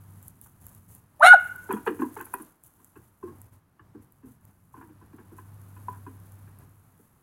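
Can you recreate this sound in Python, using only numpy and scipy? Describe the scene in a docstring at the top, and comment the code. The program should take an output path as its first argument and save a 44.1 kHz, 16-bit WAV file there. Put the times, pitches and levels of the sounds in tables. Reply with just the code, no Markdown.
"""A faint low hum hangs over a yard ringed by trees; dry leaves and dirt rustle and tick underfoot.
A goat sets a hoof softly on a big corrugated plastic pipe. Just after a second in, a dog gives one
high, yelping bark, which the trees echo, and a small tag jingles. Then the goat clatters about:
hoof edges tap the pipe wall and its weight sends hollow, falling thuds along it.
Lighter, scattered steps carry on to the end."""
import sys
import numpy as np
from scipy import signal
from scipy.fft import rfft, irfft
from scipy.io import wavfile
from scipy.ndimage import uniform_filter1d, minimum_filter1d

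SR = 44100
rng = np.random.default_rng(int(sys.argv[2]) if len(sys.argv) > 2 else 0)


def generate_wav(signal):
    """Clip the signal to [-1, 1] and save it as 16-bit WAV at the path in sys.argv[1]."""
    frames = np.transpose(np.atleast_2d(signal))
    scaled = np.clip(frames, -1, 1) * 32767
    pcm = np.round(scaled).astype(np.int16)
    wavfile.write(sys.argv[1], SR, pcm)


N = 318622
T = np.arange(N) / SR


def undb(db):
    """Decibels to gain."""
    return 10 ** (np.asarray(db) / 20)


def unit(x):
    """Scale to an rms of one."""
    return x / np.sqrt(np.mean(x ** 2) + 1e-20)


def curves(rows):
    """Turn each column after the time into an automation curve, one value a sample."""
    s, *columns = np.transpose(rows)
    return [np.interp(T, np.sort(s), c) for c in columns]


def colour(x, points):
    """EQ a sound with a curve of (Hz, dB) points."""
    hz, db = np.transpose(points)
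    bins_hz = np.fft.rfftfreq(len(x), 1 / SR)
    gain = undb(np.interp(np.log(bins_hz + 1), np.log(hz), db))
    return irfft(rfft(x) * gain, len(x))


def noise(points):
    """Coloured noise of unit level."""
    return unit(colour(rng.standard_normal(N), points))


def wander(rate):
    """Smooth random modulation that turns about rate times a second."""
    k = max(int(SR / rate), 1)
    return unit(uniform_filter1d(np.repeat(rng.standard_normal(N // k + 1), k), k)[:N])


def add(track, s, sound):
    """Mix a sound into a track at a time in seconds."""
    i = max(int(s * SR), 0)
    track[i:i + len(sound)] += sound[:max(N - i, 0)]


def delayed(x, s):
    """The sound, s seconds later."""
    return np.interp(T - s, T, x, left=0)


# Slow fader moves of the bed. Each row: time in seconds, then hum, air and stirring litter in dB.
BED_LEVELS = [(0, -49, -65.5, -63), (0.18, -48.5, -64, -62.5), (0.38, -56, -69, -66),
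              (0.85, -54.5, -68.5, -66.5), (1.1, -59.5, -69.5, -71.5), (1.5, -55, -59, -58),
              (2.05, -51.5, -59.5, -56.5), (2.46, -64, -62, -57), (2.57, -75, -71, -74),
              (2.8, -65, -68.5, -65), (3.72, -65, -73, -79.5), (4.25, -59, -70, -73), (4.65, -61, -72, -72),
              (4.95, -55.5, -66, -70.5), (5.85, -45, -62, -61.5), (6.57, -48.5, -64.5, -67),
              (6.78, -56, -68, -68.5), (7.22, -63, -70, -70.5)]
# Tone of the low rumble and of the open air. Each row: frequency in Hz, level in dB.
RUMBLE_EQ = [(20, -30), (45, -15.5), (65, -2.5), (100, -2.5), (170, -2), (260, -12), (400, -26.5),
             (700, -47.5)]
AIR_EQ = [(100, 0), (300, 2.5), (550, -5), (1000, -1), (1550, -6), (2200, -14.5), (3500, -21),
          (6000, -24.5), (12000, -39)]


def hum_and_air(hum_hz=98.2, hum_db=-1, rumble_db=-4, air_db=1.5):
    """The bed: a wavering low hum in a soft rumble, and the open air."""
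    low_db, open_db, _ = curves(BED_LEVELS)
    phase = 2 * np.pi * np.cumsum(hum_hz * (1 + .01 * wander(10))) / SR
    clarity = undb(.5 * (low_db - low_db.max()))  # the tone stands clear of the rumble as it swells
    hum = np.sqrt(2) * np.sin(phase) * clarity * undb(low_db + hum_db + wander(6.4))
    rumble = noise(RUMBLE_EQ) * undb(low_db + rumble_db) * (1.5 - clarity)
    air = noise(AIR_EQ) * undb(open_db + air_db + 0.42 * wander(15))
    return hum + rumble + air


# The crisp tone of dry leaves. Each row: frequency in Hz, level in dB.
RUSTLE_EQ = [(1760, -42), (3000, -14.5), (3480, -18), (5220, -20.5), (6220, -8), (8520, -5), (11100, 3),
             (15100, -4), (16000, -4.5)]


def leaf_rustle(rustle_envelope, spikiness=0.84, rustle_db=-0.5, crunch_db=1.5):
    """Dry leaves and dirt crackle faintly throughout and swell under each step."""
    _, _, stir_db = curves(BED_LEVELS)
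    grains = rng.standard_normal(N) * np.exp(spikiness * rng.standard_normal(N))
    crackle = unit(colour(grains * undb(crunch_db * wander(150)), RUSTLE_EQ))
    return crackle * np.hypot(undb(stir_db), rustle_envelope) * undb(rustle_db)


# Cues for steps and, at 1.388 s, a brief high hiss trailing the bark.
# Each row: start in seconds, length in seconds, rustle level in dB, swell level in dB.
RUSTLE_CUES = [(0.209, .08, -58.5, -55), (0.412, 0.055, -56, -58), (0.606, .17, -59.5, -51.5),
               (0.879, 0.089, -56, -51.5), (1.388, 0.093, -54.5, -62), (1.623, 0.024, -54.5, -68),
               (1.703, 0.055, -51, -50), (1.846, 0.015, -48.5, -68), (1.989, .04, -54, -53),
               (2.1, .12, -57.5, -59.5), (2.63, .04, -56.5, -61), (2.83, .05, -64.5, -66),
               (2.948, 0.13, -68, -56.5), (3.226, 0.24, -66, -51), (3.514, 0.043, -66, -51),
               (3.805, 0.22, -88.5, -56), (4.011, 0.022, -64, -62), (4.25, .07, -64, -54),
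               (4.43, .07, -73, -55.5), (4.72, .13, -66.5, -55.5), (5.358, .03, -58, -59),
               (5.872, 0.078, -65.5, -52.5), (6.23, 0.13, -66, -59), (6.58, .05, -64, -52.5),
               (6.98, .08, -67.5, -65.5)]


def cue_envelopes(attack_s=0.015, release_s=.025):
    """Envelopes for the rustle and the background swells: each cue rises, holds and dies away."""
    rustle, swell, t = np.zeros(N), np.zeros(N), T[:SR // 2]
    for s, length_s, rustle_db, swell_db in RUSTLE_CUES:
        shape = np.minimum(t / attack_s, 1) * np.exp(-np.maximum(t - length_s, 0) / release_s)
        add(rustle, s, undb(rustle_db) * shape)
        add(swell, s, undb(swell_db) * shape)
    return rustle, swell


def background_swells(swell_envelope, low_db=-2, mid_db=-14, flicker_db=2):
    """Low rumble and dull midrange noise swell briefly with each cue."""
    low = noise([(20, -32), (45, -23), (65, -7), (100, 4), (170, -10.5), (260, -15),
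                 (400, -28.5), (700, -46)])
    mid = noise([(200, -2), (550, -4.5), (1000, -1.5), (1550, -9.5), (2200, -16),
                 (3500, -29.5), (8000, -29)])
    return swell_envelope * (undb(low_db) * low + undb(mid_db + flicker_db * wander(60)) * mid)


# Snaps underfoot. Each row: start in seconds, level in dB.
SNAPS = [(0.2279, -38), (0.2818, -29.5), (0.414, -31), (0.667, -27.5), (0.7492, -35), (0.9505, -34),
         (1.5613, -35), (1.727, -23), (2.2126, -27), (2.3337, -35), (2.6375, -34.5), (2.8459, -34.5),
         (3.4166, -30.5), (4.123, -38.5), (4.4528, -41), (6.5879, -40.5)]


def twig_snaps(decay_s=.0004, snap_db=-8):
    """Dry twigs and grit break in tiny, bright bursts of noise."""
    out, t = np.zeros(N), T[:SR // 100]
    for s, db in SNAPS:
        snap = rng.standard_normal(len(t)) * np.exp(-t / decay_s)
        add(out, s, undb(db + snap_db) * snap / np.abs(snap).max())
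    return colour(out, [(1000, 3), (4500, -26), (7000, 5.0), (10000, 14.5), (16000, 14)])


# Hoof blows on the pipe; the row at 5.931 s is not a new blow but a strong return of the 5.883 s blow bouncing
# along the pipe. Each row: start in seconds, tap level in dB, tuning of the spot as a ratio, brightness in dB
# per octave, scuff length in seconds, thud level in dB, opening thud pitch in Hz.
HOOVES = [ (0.458, -57.5, 0.86, 9, 0.0052, -69, 350), (1.689, -33.5, 0.93, -3, 0.0082, -25, 421),
          (1.706, -24.5, 1.03, -3, 0.0032, -46, 400), (1.712, -25, 0.99, -13, .007, -28, 402),
          (1.731, -45.5, 1.35, 20, 0.0035, -21, 232.6), (1.765, -36.5, 1, -2, 0.011, -44, 302),
          (1.864, -26, 1, 6, 0.0074, -20, 488.3), (1.871, -29.5, 1.03, 14.5, 0.003, -20.5, 388),
          (1.892, -55, 0.83, -5, 0.0085, -24, 352), (1.99, -38, 0.99, 3.5, 0.014, -20.5, 300.6),
          (2.019, -21, 1.1, -14.5, 0.0027, -17.5, 327), (2.041, -36.5, 1.02, -18, 0.0053, -55, 331),
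          (2.165, -29.5, 0.91, -5, 0.002, -39.5, 450), (2.184, -43, 1.03, 8, 0.0072, -43.5, 400),
          (2.203, -34.5, 1.08, 4, 0.0047, -41, 390), (2.265, -48, 0.96, 5, 0.0013, -58, 351),
          (2.338, -25, 1.03, -3.5, 0.001, -34.5, 413), (2.394, -53, 1, 15, .007, -41, 347.4),
          (2.795, -58, 1.08, -2.5, 0.011, -65, 300), (2.956, -46.5, 1.09, 3, 0.0074, -45.5, 407),
          (3.227, -41.5, 1.08, -12, 0.011, -30, 406), (3.274, -46.5, 1.13, -10, 0.017, -41.5, 393.4),
          (3.794, -44, 1.19, -5.5, .004, -60, 347), (3.943, -54.5, .8, -0.5, 0.012, -38, 329.6),
          (4.227, -61, 1.1, 1.5, 0.021, -42.5, 297), (4.741, -42, 1.07, -14, 0.0053, -54, 380),
          (4.765, -44, 1.03, -7, .018, -44, 322.2), (4.811, -40, .99, -7.5, 0.012, -47, 391.5),
          (4.89, -54.5, 0.98, -3, .007, -48, 340), (5.012, -50, 1.06, -10, .02, -58.5, 348.5),
          (5.13, -55.5, 1, 3, 0.0048, -43, 327), (5.181, -48, 0.92, 1.5, 0.013, -46, 381),
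          (5.315, -58, 1.02, -4.5, 0.0021, -44, 359.4), (5.384, -38, 1.06, -8, 0.0053, -52.5, 378),
          (5.765, -46, 1.04, -2.5, 0.0033, -59, 350), (5.883, -27.5, 1.03, -19.5, .003, -42.5, 417),
          (5.931, -43, 1, -12, 0.02, -64, 383), (6.064, -37, 1.03, -12, 0.0092, -39.5, 310),
          (6.473, -60, 1, 12, .005, -67, 300), (6.614, -57, 1.03, 1.5, 0.006, -60, 320),
          (6.991, -66, 1.4, -1, 0.0051, -56, 260)]
# The ring of the pipe wall. Each row: mode frequency in Hz, level in dB, seconds to fade by 60 dB.
WALL_MODES = [(763, -12, 0.0257), (964.4, 5, 0.059), (1144, -16, 0.011), (1428, 0, 0.04),
              (1740, -18, 0.019), (1850, -26, 0.17), (2410, -6.5, 0.029), (2770, -44, 0.037),
              (3400, -40, 0.019), (3660, -31, 0.023), (4330, -32, 0.07)]


def hoof_taps(scuff_share=0.92, ring_db=-3.0, pivot_hz=1100, firm_s=0.0034, drag_db=-13, drag_s=0.028):
    """A hoof edge hits, skids over the ribs and drags to rest; harder contact rings the higher modes."""
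    out, t = np.zeros(N), T[:SR // 6]
    attack = 1 - np.exp(-t / .0012)
    for s, db, tuning, bright_db, scuff_s, _, _ in HOOVES:
        grains = rng.standard_normal(len(t))
        skid = grains ** 3 * np.exp(-t / scuff_s)
        drag = grains[::-1] * np.exp(-t / drag_s)
        force = scuff_share * scuff_s / (scuff_s + firm_s) * skid / np.linalg.norm(skid)
        force += undb(drag_db) * drag / np.linalg.norm(drag)
        force[0] += firm_s / (scuff_s + firm_s) + 0.27  # the first hit of the edge
        ring = np.zeros(len(t))
        for k, (hz, mode_db, t60) in enumerate(WALL_MODES):
            detune = 1 + rng.standard_normal() / 200  # every spot rings a little differently
            tilt_db = bright_db * np.log2(min(hz, 1900) / pivot_hz)
            fade = undb(mode_db + tilt_db - 60 * t / t60)
            ring += (-1) ** k * fade * np.sin(2 * np.pi * hz * tuning * detune * t)
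        add(out, s, undb(db + ring_db) * signal.fftconvolve(force, ring * attack)[:len(t)])
    return out


# The dry crack of hoof on plastic. Each row: frequency in Hz, level in dB.
CRACK_EQ = [(500, -41), (850, 7.5), (1050, 8), (1300, 2), (1650, 8), (2200, -14.5), (2900, -12),
            (3500, -24.5), (5000, -50), (9000, -64)]


def hoof_cracks(crack_db=-10, bright_share=0.76):
    """Grit crushed under each hoof gives a dry, toneless scrape, loudest on hard contacts."""
    load, t = np.zeros(N), T[:SR // 8]
    for s, db, _, bright_db, scuff_s, _, _ in HOOVES:
        age = t / (.004 + scuff_s / 2)
        add(load, s, undb(db + crack_db + bright_share * bright_db) * age * np.exp(1 - age))
    return load * noise(CRACK_EQ)


# The pipe's hollow body under a heavy step. Each row: frequency in Hz, level in dB.
BODY_EQ = [(110, -52), (180, -12), (236, 6.5), (270, -1.5), (310, 4.5), (400, 0), (480, -3), (580, -52),
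           (800, -57.5)]


def hoof_thuds(fall_share=0.377, fall_s=0.0623, lag_s=.004, wave_db=-4.0, body_slope=0.26):
    """Bending waves run along the ribbed wall; the low ones arrive last, so each thud sinks in pitch."""
    waves, load, t = np.zeros(N), np.zeros(N), T[:SR // 5]
    for s, _, _, _, scuff_s, db, hz in HOOVES:
        start = s + lag_s  # the weight follows the edge
        pitch = hz * (1 - fall_share * (1 - np.exp(-t / fall_s)))
        age = t / (0.0057 + 0.56 * scuff_s)  # a longer skid loads the wall more slowly
        swell = age * np.exp(1 - age)
        add(waves, start, undb(db + wave_db) * swell * np.sin(2 * np.pi * np.cumsum(pitch) / SR))
        add(load, start, undb(db - body_slope * (db + 21.0)) * swell)
    # the ribs scatter each wave into the body's many close modes, a larger share on soft steps
    scattered = undb(wave_db - 9) * load * noise(BODY_EQ)
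    return waves + scattered


def pipe_resonance(blows, round_trip_s=.023, return_db=-17, trip_loss_db=-5, boom_db=-11, boom_t60=0.28):
    """Sound bounces between the open ends of the pipe; the low notes linger in its hollow."""
    flutter = sum(undb(return_db + k * trip_loss_db) * delayed(blows, (k + 1) * round_trip_s)
                  for k in range(4))
    t = T[:SR // 2]
    hollow = rng.standard_normal(len(t)) * undb(-60 * t / boom_t60) * (1 - np.exp(-t / 0.0064))
    boom = signal.fftconvolve(blows, hollow / np.linalg.norm(hollow))[:N]
    return blows + flutter + undb(boom_db) * colour(boom, [(450, 0), (1000, -7), (3000, -14)])


def yard_echo(x, near_db=-15, near_t60=0.37, woods_db=-26, woods_t60=.85, echo_db=-37, echo_s=.22):
    """Scatter from the ground and sheds, a longer wash from the woods and a soft tree-line echo."""
    t = T[:2 * SR]
    build = 1 - np.exp(-t / .015)
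    treeline = np.exp(-((t - echo_s) / .025) ** 2)
    envelopes = [undb(-60 * t / near_t60) * build, undb(-60 * t / woods_t60) * build, treeline]
    tails = rng.standard_normal((3, len(t))) * envelopes
    near, woods, echo = tails / np.linalg.norm(tails, axis=1, keepdims=True)
    # soft ground swallows the low mids, leaves and air the top, more so from far away
    outdoor_eq = [(200, -7.0), (700, -9.5), (1200, -4.5), (1470, 1.5), (1900, -2.0), (2900, -0.5),
                  (3800, -8.5), (6000, -5.5), (14000, -11)]
    response = undb(near_db) * near + colour(undb(woods_db) * woods + undb(echo_db) * echo, outdoor_eq)
    return colour(signal.fftconvolve(x, response[:SR])[:N], outdoor_eq)


def glide(rows, waver, harmonic=1):
    """A wavering tone, or one of its overtones, along rows of seconds, Hz and dB."""
    hz, db = curves(rows)
    gate = (T > rows[0][0]) & (T < rows[-1][0])
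    cycles = np.cumsum(hz * (1 + waver * wander(400))) / SR
    return gate * undb(db) * np.sin(2 * np.pi * harmonic * cycles)


# The arc of the bark. Each row: time in seconds, pitch in Hz, then fundamental, octave, overtones
# and rasp in dB.
BARK = [(1.195, 580, -49.5, -66.5, -74.5, -78), (1.21, 601.3, -28, -45, -44.5, -59.5),
        (1.235, 599.5, -25, -11.5, -24.5, -24), (1.263, 677.8, -18.5, -7.5, -14.5, -17),
        (1.284, 734.6, -11, -3, -16, -28), (1.297, 721, -20, -9, -24.5, -37),
        (1.318, 739.5, -39.5, 1.5, -27.5, -41), (1.328, 723, -35, -4.5, -29, -37),
        (1.331, 908, -14.5, -23, -36.5, -33), (1.344, 752, -5.5, -24, -37.5, -34),
        (1.375, 524, -47.5, -63.5, -75, -63)]
# A thin whistle in the voice, and one vocal fold running ahead of the other until the two lock.
# Each row: time in seconds, pitch in Hz, level in dB.
SQUEAK = [(1.198, 601.6, -50), (1.212, 941, -15.5), (1.219, 1232, -20.5), (1.232, 1501, -3.5),
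          (1.25, 1490, -21.5), (1.32, 1472, -32.5), (1.332, 1463, -7.5), (1.346, 1503, -7),
          (1.375, 1480, -46)]
STRAY_FOLD = [(1.22, 596, -50), (1.231, 650, -11), (1.256, 750, -4), (1.272, 750, -14), (1.284, 725, -55)]
# The dog's throat and mouth, and their airy top. Each row: frequency in Hz, level in dB.
THROAT_EQ = [(350, -38), (520, -20.5), (720, -1), (1000, -10), (1400, 2.5), (1850, -3.5), (2200, -0.5),
             (2500, -11), (2850, -3.5), (3400, -15), (3900, -0.5), (4480, -19), (4800, -46), (5400, -13)]
MOUTH_AIR_EQ = [(6000, -29), (6700, -16), (8000, -22.5), (9250, -4.5), (10500, -19), (13000, -21),
                (16000, -36)]


def dog_bark(shimmer_db=8.5, overtone_slope=0.58, flutter_db=3, rasp_gain_db=7, stray_overtone_db=-15):
    """Vocal folds give a harsh rising yelp that clears into a ringing octave, breaks up and falls."""
    hz, fundamental_db, octave_db, overtone_db, rasp_db = curves(BARK)
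    gate = (T > BARK[0][0]) & (T < BARK[-1][0])
    harshness = undb(rasp_db - rasp_db.max())
    hz = hz * (1 + (.005 + .02 * harshness) * wander(600))
    phase = 2 * np.pi * np.cumsum(hz) / SR
    # the folds never close twice alike, which blurs the high overtones most
    closure = phase + (.04 + .05 * harshness) * wander(700)
    # they close softly at first, so the voice brightens after it starts
    slope = overtone_slope + np.interp(T, [1.215, 1.24], [4, 0])
    buzz = sum((3 / k) ** slope * np.sin(k * closure) for k in range(3, 20))
    buzz *= undb(overtone_db + flutter_db * harshness * wander(450))
    # air tears through the folds once a cycle
    rasp = undb(rasp_db + rasp_gain_db) * rng.standard_normal(N) * (1 + 0.29 * np.cos(phase))
    core = gate * (undb(fundamental_db) * np.sin(phase) + undb(octave_db) * np.sin(2 * phase))
    stray = glide(STRAY_FOLD, waver=0.015)
    stray += undb(stray_overtone_db) * glide(STRAY_FOLD, waver=0.018, harmonic=3)
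    squeak = glide(SQUEAK, waver=0.02)
    voice = (core + stray + squeak) * undb(shimmer_db * harshness * wander(300))
    # a small mouth radiates little below its first resonance
    voice = colour(voice, [(380, -27.5), (520, -7.5), (620, 0.5)])
    return voice + colour(gate * (buzz + rasp), THROAT_EQ + MOUTH_AIR_EQ)


# Faint clinks, like a collar tag. Each row: start in seconds, level in dB.
CLINKS = [(1.197, -50), (1.420, -57), (1.442, -44), (2.246, -42), (2.335, -33.5), (2.413, -47.5)]
# The ring of the tag. Each row: mode frequency in Hz, level in dB.
TAG_MODES = [(10000, 1), (11900, -2.5), (14200, -8)]


def tag_jingle(t60=0.071, clink_db=-5, chatter_db=4, uneven_db=3):
    """A small metal tag clinks high and thin, chattering on its ring; each clink favours other modes."""
    out, t = np.zeros(N), T[:SR // 6]
    for s, db in CLINKS:
        for hz, mode_db in TAG_MODES:
            fade = undb(mode_db + uneven_db * rng.standard_normal() - 60 * t / t60)
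            add(out, s, undb(db + clink_db) * fade * np.sin(2 * np.pi * hz * t))
    return out * wander(700) * undb(chatter_db * wander(150))


def scene(pipe_send_db=-12):
    """Mono mix: bark and pipe feed the yard's echo; everything else stays dry."""
    bark = dog_bark()
    hooves = pipe_resonance(hoof_taps() + hoof_cracks() + hoof_thuds())
    rustle_envelope, swell_envelope = cue_envelopes()
    litter = leaf_rustle(rustle_envelope) + twig_snaps()
    swells = background_swells(swell_envelope)
    echo = yard_echo(bark + undb(pipe_send_db) * hooves)
    return (bark + hooves + echo + tag_jingle() + litter + swells + hum_and_air())[None]


def record(dry, ceiling=.98, top_hz=16000):
    """A fast limiter holds the peaks near full scale, and a steep low-pass cuts the top."""
    window = SR // 200
    needed_gain = 1 / np.maximum(np.abs(dry), 1)
    limited = ceiling * dry * uniform_filter1d(minimum_filter1d(needed_gain, window), window)
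    return signal.sosfilt(signal.ellip(10, .1, 80, top_hz, fs=SR, output="sos"), limited)


dry = scene()
out = record(dry)
generate_wav(out)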